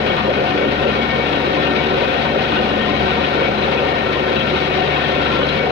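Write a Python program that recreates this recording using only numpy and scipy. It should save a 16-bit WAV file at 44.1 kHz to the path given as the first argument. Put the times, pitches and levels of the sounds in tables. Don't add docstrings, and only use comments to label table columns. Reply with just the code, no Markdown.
import sys
import numpy as np
from scipy import signal
from scipy.fft import rfft, irfft
from scipy.io import wavfile
from scipy.ndimage import uniform_filter1d, minimum_filter1d, map_coordinates

SR = 44100
rng = np.random.default_rng(int(sys.argv[2]) if len(sys.argv) > 2 else 0)


def master(y):
    cut = np.clip(np.atleast_2d(y).T, -1, 1)
    pcm = np.round(cut * 32767)
    wavfile.write(sys.argv[1], SR, pcm.astype(np.int16))


N = 251811
TIME = np.arange(N) / SR
FREQ = np.maximum(np.fft.rfftfreq(N, 1 / SR), 1)

CYCLE_HZ = 12.316
SHAFT_HZ = 29.3
PUMP_HZ = 26.11


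def amp(db):
    return 10 ** (np.asarray(db) / 20)


def unit(x):
    return x / np.sqrt(np.mean(x ** 2, axis=-1, keepdims=True))


def pan(db):
    return amp(np.array([[0.5], [-0.5]]) * db)


def swells(table, depth=1):
    seconds, *columns = np.transpose(table)
    return [unit(amp(depth * np.interp(TIME, seconds, column))) for column in columns]


def spectrum(table):
    hz, *columns = np.transpose(table)
    return [np.interp(np.log(FREQ), np.log(hz), column) for column in columns]


def bumps(events):
    return sum(db * 0.5 ** ((2 * (TIME - middle) / length) ** 2) for middle, length, db in events)


def walk(rate):
    coarse = TIME[::100]
    hz = np.fft.rfftfreq(len(coarse), coarse[1])
    smoothing = np.exp(-(hz / rate) ** 2)
    slow = irfft(rfft(rng.standard_normal(len(coarse))) * smoothing, len(coarse))
    return unit(np.interp(TIME, coarse, slow))


def turns(hz, wobble, rate):
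    return hz * TIME + wobble * walk(rate)


def strokes(turn, decay, scatter_db):
    number = np.floor(turn - np.floor(turn.min())).astype(int)
    size = amp(scatter_db * rng.standard_normal(number.max() + 1))
    return size[number] * np.exp(-(turn % 1) / decay)


def repeating(turn, size=2048):
    jolts = rng.standard_normal(size)
    return unit(map_coordinates(jolts, [turn % 1 * size], order=1, mode="grid-wrap"))


# frequency in Hz, likeness of the ports from 0 to 1, lead of the right port in ms.
PORTS = [(60.4, 0.97, .2), (220, 0.98, 0.3), (508, 0.98, 0.43), (700, 0.71, 0.21), (970, 0.31, 0.39),
         (1970, 0.4, 0.54), (5970, 0.25, 0.49)]


def ports(pair):
    like, lead_ms = spectrum(PORTS)
    direct, scattered = rfft(pair)
    lead = np.exp(2j * np.pi * FREQ * lead_ms / 1000)
    return np.array([direct, like * lead * direct + np.sqrt(1 - like ** 2) * scattered])


def resonance(hz, width):
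    return 1 / (1 + 1j * (FREQ / hz - hz / FREQ) * hz / width) ** 2


def ring(drive, hz, width, db, pan_db):
    return unit(irfft(drive * resonance(hz, width), N)) * amp(db) * pan(pan_db)


def driven(sound, strength, hold_s):
    power = uniform_filter1d(np.mean(sound ** 2, axis=0), int(hold_s * SR) + 1)
    return sound * strength / unit(np.sqrt(power))


def drone(turn, rate_hz, orders, waver_db, lead_ms=0.29, pan_db=5.5):
    out = 0
    for multiple, db in orders:
        hz = multiple * rate_hz
        lead = np.array([[0], [hz * lead_ms / 1000]])
        waver = waver_db * walk(4) * hz / 200
        out = out + amp(db + waver) * np.sin(2 * np.pi * (multiple * turn + lead + rng.random()))
    return np.sqrt(2) * out * pan(pan_db)


def impacts(jolts, clicks_per_s=2500):
    clicks = (rng.random((2, N)) < clicks_per_s / SR) * rng.uniform(-0.92, 1, (2, N))
    rushing = rng.standard_normal((2, N))
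    return ports(unit((1 + jolts) * (unit(clicks) + rushing)))


# time in seconds, then heavy, middle and light parts in dB.
RATTLE_LEVEL = [(0.0, -28.5, -21, -29.5), (0.12, -21, -22, -24.5), (0.3, -23.5, -19.5, -30.5),
                (1.35, -23, -21, -24.5), (1.9, -21.5, -19, -24), (2.6, -23.5, -18, -25.5),
                (3.3, -22.5, -21.5, -24.5), (4.2, -22, -19.5, -28), (4.4, -24, -19.5, -23.5),
                (4.65, -24, -17.5, -23), (5.35, -22, -17.5, -22.5), (5.71, -24.5, -23, -31.5)]
# middle in seconds, length in seconds, change in dB.
FLURRIES = [(0.43, 0.02, -3), (0.76, 0.016, -1.5), (2.33, 0.049, -3), (2.89, 0.04, 0.5), (3.09, 0.054, 5),
            (3.52, 0.07, -2.5), (4.25, 0.044, -2), (4.605, 0.025, -1.5), (4.69, 0.031, -3)]
# middle in seconds, length in seconds, change in dB.
CLATTERS = [(0.098, 0.054, 7), (0.678, 0.045, 3), (0.893, 0.059, 5.5), (1.27, 0.028, 4),
            (1.355, 0.045, 4.5), (1.665, 0.046, 7), (1.841, 0.035, 4), (2.05, 0.03, 4), (2.122, 0.039, 2.5),
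            (2.828, 0.04, 4), (3.039, 0.03, -1), (3.249, 0.028, 9), (3.444, 0.053, 5.5), (3.787, 0.029, 9),
            (4.406, 0.037, 7.5), (4.946, 0.036, 1), (5.42, 0.055, 2)]


def rattling(depth):
    heavy, middle, light = swells(RATTLE_LEVEL, depth)
    flurry = amp(bumps(FLURRIES))
    return [unit(part * flurry) for part in (heavy, middle * amp(bumps(CLATTERS)), light)]


# frequency in Hz, level in dB per Hz, left minus right in dB.
DIN = [(20.0, -89, -2), (42.0, -70.5, 2), (109, -56, 7), (200.0, -53, 4.5), (576, -54.5, 10),
       (800, -56.5, 1), (1700, -64, 10), (2245, -62, 15.5), (3660, -66.5, 2.5), (4520, -71, 4),
       (6490, -88, 2), (8100, -104, -3), (11700, -100.8, -11), (14800.0, -104.2, 14)]


def din(jolts, centre_hz=3200, width_hz=3500, flutter_db=2.3, shaken=0.52):
    db, pan_db = spectrum(DIN)
    sound = impacts(shaken * jolts) * amp(db) * pan(pan_db) * np.sqrt(SR / 2)
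    bright = 1 / (1 + ((FREQ / centre_hz - centre_hz / FREQ) * centre_hz / width_hz) ** 2)
    light = rattling(depth=0.29)[-1]
    swell = light * amp(flutter_db * walk(23))
    return irfft(sound * (1 - bright), N) + swell * irfft(sound * bright, N)


# frequency in Hz, level in dB, left minus right in dB.
WHINES = [(763.6, -45, 4), (2737, -53.5, 10), (3198, -45.3, 9), (3746, -56, 9), (3880, -57, 8),
          (5237, -60, 10), (9405, -81, 2)]


def whines(wobble_turns=0.29, waver_db=3):
    out = 0
    for hz, db, pan_db in WHINES:
        tone = np.sin(2 * np.pi * turns(hz, wobble_turns, 4.7))
        out = out + unit(tone * amp(waver_db * walk(21))) * amp(db) * pan(pan_db)
    return out


# multiple of its shaft rate, level in dB.
PUMP = [(1, -57), (3, -53), (8, -34.5)]
# time in seconds, level in dB.
PUMP_LEVEL = [(0, -32.5), (0.85, -33.5), (1.3, -52), (1.7, -34), (2.15, -61), (2.45, -36), (2.75, -30.5),
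              (3.2, -31.5), (3.42, -40), (3.65, -31), (4.0, -49), (4.55, -34), (4.95, -46), (5.25, -41),
              (5.71, -37)]


def pump_hum(turn):
    return drone(turn, PUMP_HZ, PUMP, waver_db=1.2) * swells(PUMP_LEVEL)[0]


# multiple of its shaft rate, level in dB.
SECOND_ENGINE = [(2, -49.5), (8, -37.5)]
# middle in seconds, length in seconds, change in dB.
SECOND_SWELLS = [(0.4, 0.2, -2), (1.08, 0.16, 7), (1.85, 0.08, 7), (2.2, 0.11, 6), (2.6, 0.12, 8),
                 (3.25, 0.093, 2)]


def second_engine(shaft):
    return drone(shaft, SHAFT_HZ, SECOND_ENGINE, waver_db=2.0) * unit(amp(bumps(SECOND_SWELLS)))


# middle in seconds, length in seconds, rough mode frequency in Hz, rise in dB.
SQUEALS = [(0.113, 0.078, 2237, 8.5), (0.144, 0.08, 1832, 3), (0.646, 0.056, 2237, 7.5),
           (0.9, 0.17, 1371, 5), (1.11, 0.042, 1832, 6.5), (1.01, 0.08, 2237, 5.5), (1.17, 0.33, 2237, 7.5),
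           (1.46, 0.1, 2237, 3.5), (1.633, 0.22, 1832, 4), (2.3, 0.12, 2237, 4), (1.792, 0.035, 2237, 10),
           (2.815, 0.085, 1832, 6.5), (3.0, 0.16, 2237, 5), (3.27, 0.15, 1832, 0), (3.37, 0.45, 1371, 5),
           (3.46, 0.11, 2237, 9.5), (3.63, 0.082, 4046, 11), (3.875, 0.091, 2237, 4),
           (3.977, 0.17, 1832, 3.5), (4.037, 0.11, 2237, 4.5), (4.24, 0.05, 1832, 4.5),
           (4.424, 0.11, 1832, 1), (4.404, 0.18, 1371, 6), (4.45, 0.13, 2237, 3), (4.656, 0.13, 2237, 9),
           (4.935, 0.07, 2237, 6.5), (4.925, 0.24, 1832, 4), (5.13, 0.16, 1832, 3), (5.166, 0.09, 2237, 5),
           (5.336, 0.27, 1371, 7.5), (5.497, 0.13, 4046, 10), (5.597, 0.11, 2237, 10.5)]


def rubbing(hz, swing_db, turn_hz=1.84, crest_s=0.035, fits_db=2.24):
    own = [(middle, length, db) for middle, length, mode_hz, db in SQUEALS if abs(mode_hz / hz - 1) < 0.1]
    press = np.cos(2 * np.pi * turn_hz * (TIME - crest_s))
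    return unit(amp(swing_db * press + bumps(own) + fits_db * walk(34)))


# frequency in Hz, width in Hz, level in dB, left minus right in dB.
PIPE = [(1378, 48, -35, 6), (1830, 28, -35.6, 8.5), (2241, 22, -36.8, 14), (4038, 58, -43.5, 6)]
PIPE_SWING_DB = [0.35, 0.54, 0.72, 0.6]
PIPE_LOCKS_AT = [1.7, 1.15, 1.15, 2.8]


def drill_pipe(wobble_per_hz=0.017):
    drive = ports(rng.standard_normal((2, N)))
    out = 0
    for (hz, width, db, pan_db), swing_db, locks_at in zip(PIPE, PIPE_SWING_DB, PIPE_LOCKS_AT):
        strength = rubbing(hz, swing_db)
        clean = strength ** 4 / (strength ** 4 + locks_at ** 4)
        wander = turns(hz, wobble_per_hz * width, 4.2)
        tone = unit(np.sin(2 * np.pi * wander)) * amp(db) * pan(pan_db)
        rough = ring(drive, hz, width, db, pan_db)
        mixed = np.sqrt(clean) * tone + np.sqrt(1 - clean) * rough
        out = out + driven(mixed, strength, hold_s=0.052)
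    return out


# frequency in Hz, width in Hz, level in dB, left minus right in dB.
STEEL = [(930.5, 74, -34, 7), (1040, 59, -34, 2.5), (1194, 75, -35, -2), (1342, 17.6, -38, 9.5),
         (1502, 93, -30.5, -0.5), (1717, 40, -42.5, 8.5), (1872, 64, -39.5, 7.5), (2506, 60, -38, 14),
         (2650, 140, -38, 13.5), (2843, 60, -37, 9.5), (3016, 75, -43, 13.5), (3222, 48, -41, 11.5),
         (3407, 130, -42, 14), (3655, 510, -38.5, 13), (3904, 29, -47, 13)]


def rattle(jolts, fits_db=2.0):
    drive = impacts(jolts)
    parts = STEEL[:7], STEEL[7:13], STEEL[13:]
    out = 0
    for modes, strength in zip(parts, rattling(depth=0.86)):
        sound = sum(ring(drive, *mode) * unit(amp(fits_db * walk(11.5))) for mode in modes)
        out = out + driven(sound, strength, hold_s=0.073)
    return out


# start in seconds, heavy parts in dB, lighter parts in dB.
CLANKS = [(0.075, -7, -12), (0.167, 1, 1), (0.468, -5, -4), (0.79, -7, -13), (0.818, -11, -1),
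          (1.121, -5, -13), (1.255, -9, -7), (1.328, -1.5, -1), (1.434, -1, -16), (1.63, -2, -12),
          (2.138, -4, -5), (2.252, -1.5, -8), (2.515, 1, 0.5), (2.562, 2.5, 1), (2.794, -2, -10),
          (3.095, -2, -4), (3.404, 4, -11), (3.636, -6, -1), (4.268, -4, -18), (4.358, -0.5, 2),
          (4.557, -1, -2), (4.955, 3.5, 1), (5.252, 2, -11), (5.41, 3, -6), (5.489, -9, -0.5)]


def clanks(chatter_s=0.015, contacts_per_s=900, level_db=-33):
    drives = np.zeros((2, 2, N))
    after = TIME[:SR // 10]
    shape = (2, len(after))
    for start_s, *sizes_db in CLANKS:
        contacts = (rng.random(shape) < contacts_per_s / SR) * rng.standard_normal(shape)
        contacts[:, 0] = 1
        blow = unit(contacts * np.exp(-after / chatter_s))
        start = int(start_s * SR)
        drives[:, :, start:start + len(after)] += amp(sizes_db)[:, None, None] * blow
    out = 0
    for drive, modes in zip(drives, (STEEL[:7], STEEL[7:])):
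        response = sum(amp(db) * pan(pan_db) / np.sqrt(width) * resonance(hz, width)
                       for hz, width, db, pan_db in modes)
        out = out + ports(drive) * response
    sound = irfft(out, N)
    return sound * amp(level_db) / np.sqrt(np.mean(sound ** 2))


# time in seconds, level in dB.
BOOM_LEVEL = [(0.0, -20), (0.2, -33), (0.3, -28), (0.42, -37), (0.55, -27), (0.8, -23.5), (1.08, -20.5),
              (1.3, -25), (1.43, -28), (1.6, -26), (1.82, -23), (2.01, -29), (2.3, -21), (2.65, -22),
              (3.26, -25), (3.9, -34), (4.52, -25), (5.15, -35), (5.71, -33)]
# middle in seconds, length in seconds, change in dB.
SURGES = [(0.11, 0.06, 2), (0.205, 0.048, -15), (0.295, 0.056, 10), (0.345, 0.03, -7), (0.398, 0.046, 8.5),
          (0.5, 0.08, -3), (0.62, 0.1, 4.5), (0.776, 0.032, -10), (0.865, 0.052, 10.5), (0.92, 0.022, -6),
          (1.07, 0.075, -7.5), (1.19, 0.029, 5), (1.3, 0.048, -1.5), (1.52, 0.14, 0.8), (1.7, 0.12, 1.8),
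          (2.02, 0.16, 3.5), (2.25, 0.1, -2), (2.365, 0.044, 7), (2.53, 0.044, -6.5), (2.6, 0.033, 7.5),
          (2.78, 0.027, 2), (2.94, 0.057, 3), (3.31, 0.025, -3), (3.35, 0.034, 3.5), (3.42, 0.046, 6.5),
          (3.5, 0.033, 2.5), (3.56, 0.045, -4), (3.815, 0.09, 5), (4.0, 0.06, -3.5), (4.31, 0.068, 4.5),
          (4.42, 0.13, -1), (4.6, 0.06, -4.5), (4.745, 0.022, -6), (5.03, 0.1, -3), (5.19, 0.062, 2),
          (5.42, 0.07, 6), (5.66, 0.12, 3), (5.524, 0.028, -4)]
# middle in seconds, length in seconds, change in dB.
THRUMS = [(0.15, 0.1, -11), (0.53, 0.12, 7), (0.67, 0.07, 10), (1.2, 0.05, -8), (1.36, 0.15, 5),
          (1.57, 0.096, 9), (1.71, 0.09, 8.5), (2.55, 0.066, 7.5), (2.74, 0.036, 8.5), (2.91, 0.06, 7.5),
          (3.23, 0.08, 7), (3.38, 0.06, 8), (4.9, 0.069, -13), (5.22, 0.065, 7), (5.4, 0.13, 5),
          (5.57, 0.064, -9)]
# middle in seconds, length in seconds, change in dB.
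HOOTS = [(0.32, 0.1, -3), (0.64, 0.2, 13), (1.75, 0.12, 13.5), (1.94, 0.14, 14.5), (2.4, 0.14, -10),
         (3.05, 0.12, 15), (3.55, 0.16, 7.5), (4.1, 0.085, 14), (4.3, 0.12, 13.5), (4.54, 0.038, 17),
         (4.76, 0.24, 13), (5.17, 0.15, 14)]
# middle in seconds, length in seconds, change in dB.
DRUM_SWELLS = [(0.48, 0.12, 3.5), (0.63, 0.1, -3.5), (1.35, 0.25, -1.5), (2.25, 0.051, 2.5),
               (2.42, 0.018, 9.5), (2.6, 0.076, 4.5), (3.05, 0.099, 4.5), (3.48, 0.055, 4),
               (3.73, 0.085, -0.5), (3.93, 0.17, 2.5), (4.13, 0.094, -14), (4.5, 0.35, -3.5),
               (4.81, 0.055, 9.5), (5.45, 0.24, -7.5), (5.68, 0.049, 6.5)]


def shaking(fall_db_per_s=0.1, lower_share=0.8, fits_db=1.17):
    boom = swells(BOOM_LEVEL, depth=0.82)[0]
    roar_db = bumps(SURGES) - fall_db_per_s * TIME
    thrum, hoot, drum = amp(bumps(THRUMS)), amp(bumps(HOOTS)), amp(bumps(DRUM_SWELLS))
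    parts = boom, thrum, amp(lower_share * roar_db), amp(roar_db), hoot, drum
    return [unit(part * amp(fits_db * walk(19))) for part in parts]


# frequency in Hz, width in Hz, level in dB, left minus right in dB.
BODY = [(222.5, 32.5, -33.5, 2), (288.4, 33, -30.5, 4), (351.6, 12.4, -35.5, 7), (375.7, 8, -30.5, 0),
        (398.8, 37, -27, 3), (484, 21, -33.5, -5.5), (524, 77, -23.5, 2), (582.4, 13, -37.5, 10.5),
        (732.3, 56, -28, 7)]


def frame(firing, cycle, shaft, puff=0.45, knock=0.47, regular=0.19):
    gate = 1 + puff * firing + knock * np.cos(2 * np.pi * shaft)
    drive = ports([gate * rng.standard_normal(N) + regular * repeating(cycle) for _ in range(2)])
    parts = BODY[:1], BODY[1:2], BODY[2:3] + BODY[4:5], BODY[5:8], BODY[3:4], BODY[8:]
    out = 0
    for modes, strength in zip(parts, shaking()):
        sound = sum(ring(drive, *mode) for mode in modes)
        out = out + driven(sound, strength, hold_s=0.048)
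    return out


# multiple of its cycle rate, level in dB.
EXHAUST = [(2, -52), (6, -35), (10, -46), (11, -49), (12, -33.5), (14, -42.5), (15, -44.5), (18, -43),
           (19, -48)]
# middle in seconds, length in seconds, change in dB.
DIESEL_SWELLS = [(0.81, 0.063, 5.5), (2.17, 0.17, -0.5), (3.06, 0.22, 5.5), (4.15, 0.23, -1),
                 (4.56, 0.28, 1.5), (5.3, 0.54, 2)]


def diesel(cycle):
    return drone(cycle, CYCLE_HZ, EXHAUST, waver_db=1.0) * unit(amp(bumps(DIESEL_SWELLS)))


def scene(firing_jolt=0.28, shaft_jolt=0.59, knock_lead_s=0.006):
    cycle = turns(CYCLE_HZ, wobble=0.0029, rate=1.0)
    shaft = turns(SHAFT_HZ, wobble=0.0063, rate=1.1)
    pump = turns(PUMP_HZ, wobble=0.012, rate=2)
    firing = strokes(6 * cycle, decay=0.3, scatter_db=4)
    knock = strokes(shaft + SHAFT_HZ * knock_lead_s, decay=0.3, scatter_db=3)
    jolts = firing_jolt * firing + shaft_jolt * knock
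    background = din(jolts) + whines() + pump_hum(pump) + second_engine(shaft)
    metal = drill_pipe() + rattle(jolts) + clanks()
    return background + metal + frame(firing, cycle, shaft) + diesel(cycle)


def record(dry, ceiling=0.56, top_hz=15000):
    needed = np.minimum(1, ceiling / np.abs(dry).max(axis=0))
    gain = minimum_filter1d(needed, size=300)
    for _ in range(2):
        gain = uniform_filter1d(gain, size=150)
    ease = np.minimum(1, np.minimum(TIME, TIME[::-1]) / 0.002)
    top_cut = signal.ellip(12, 0.1, 80, top_hz, fs=SR, output="sos")
    return signal.sosfilt(top_cut, dry * gain * ease)


dry = scene()
out = record(dry)
master(out)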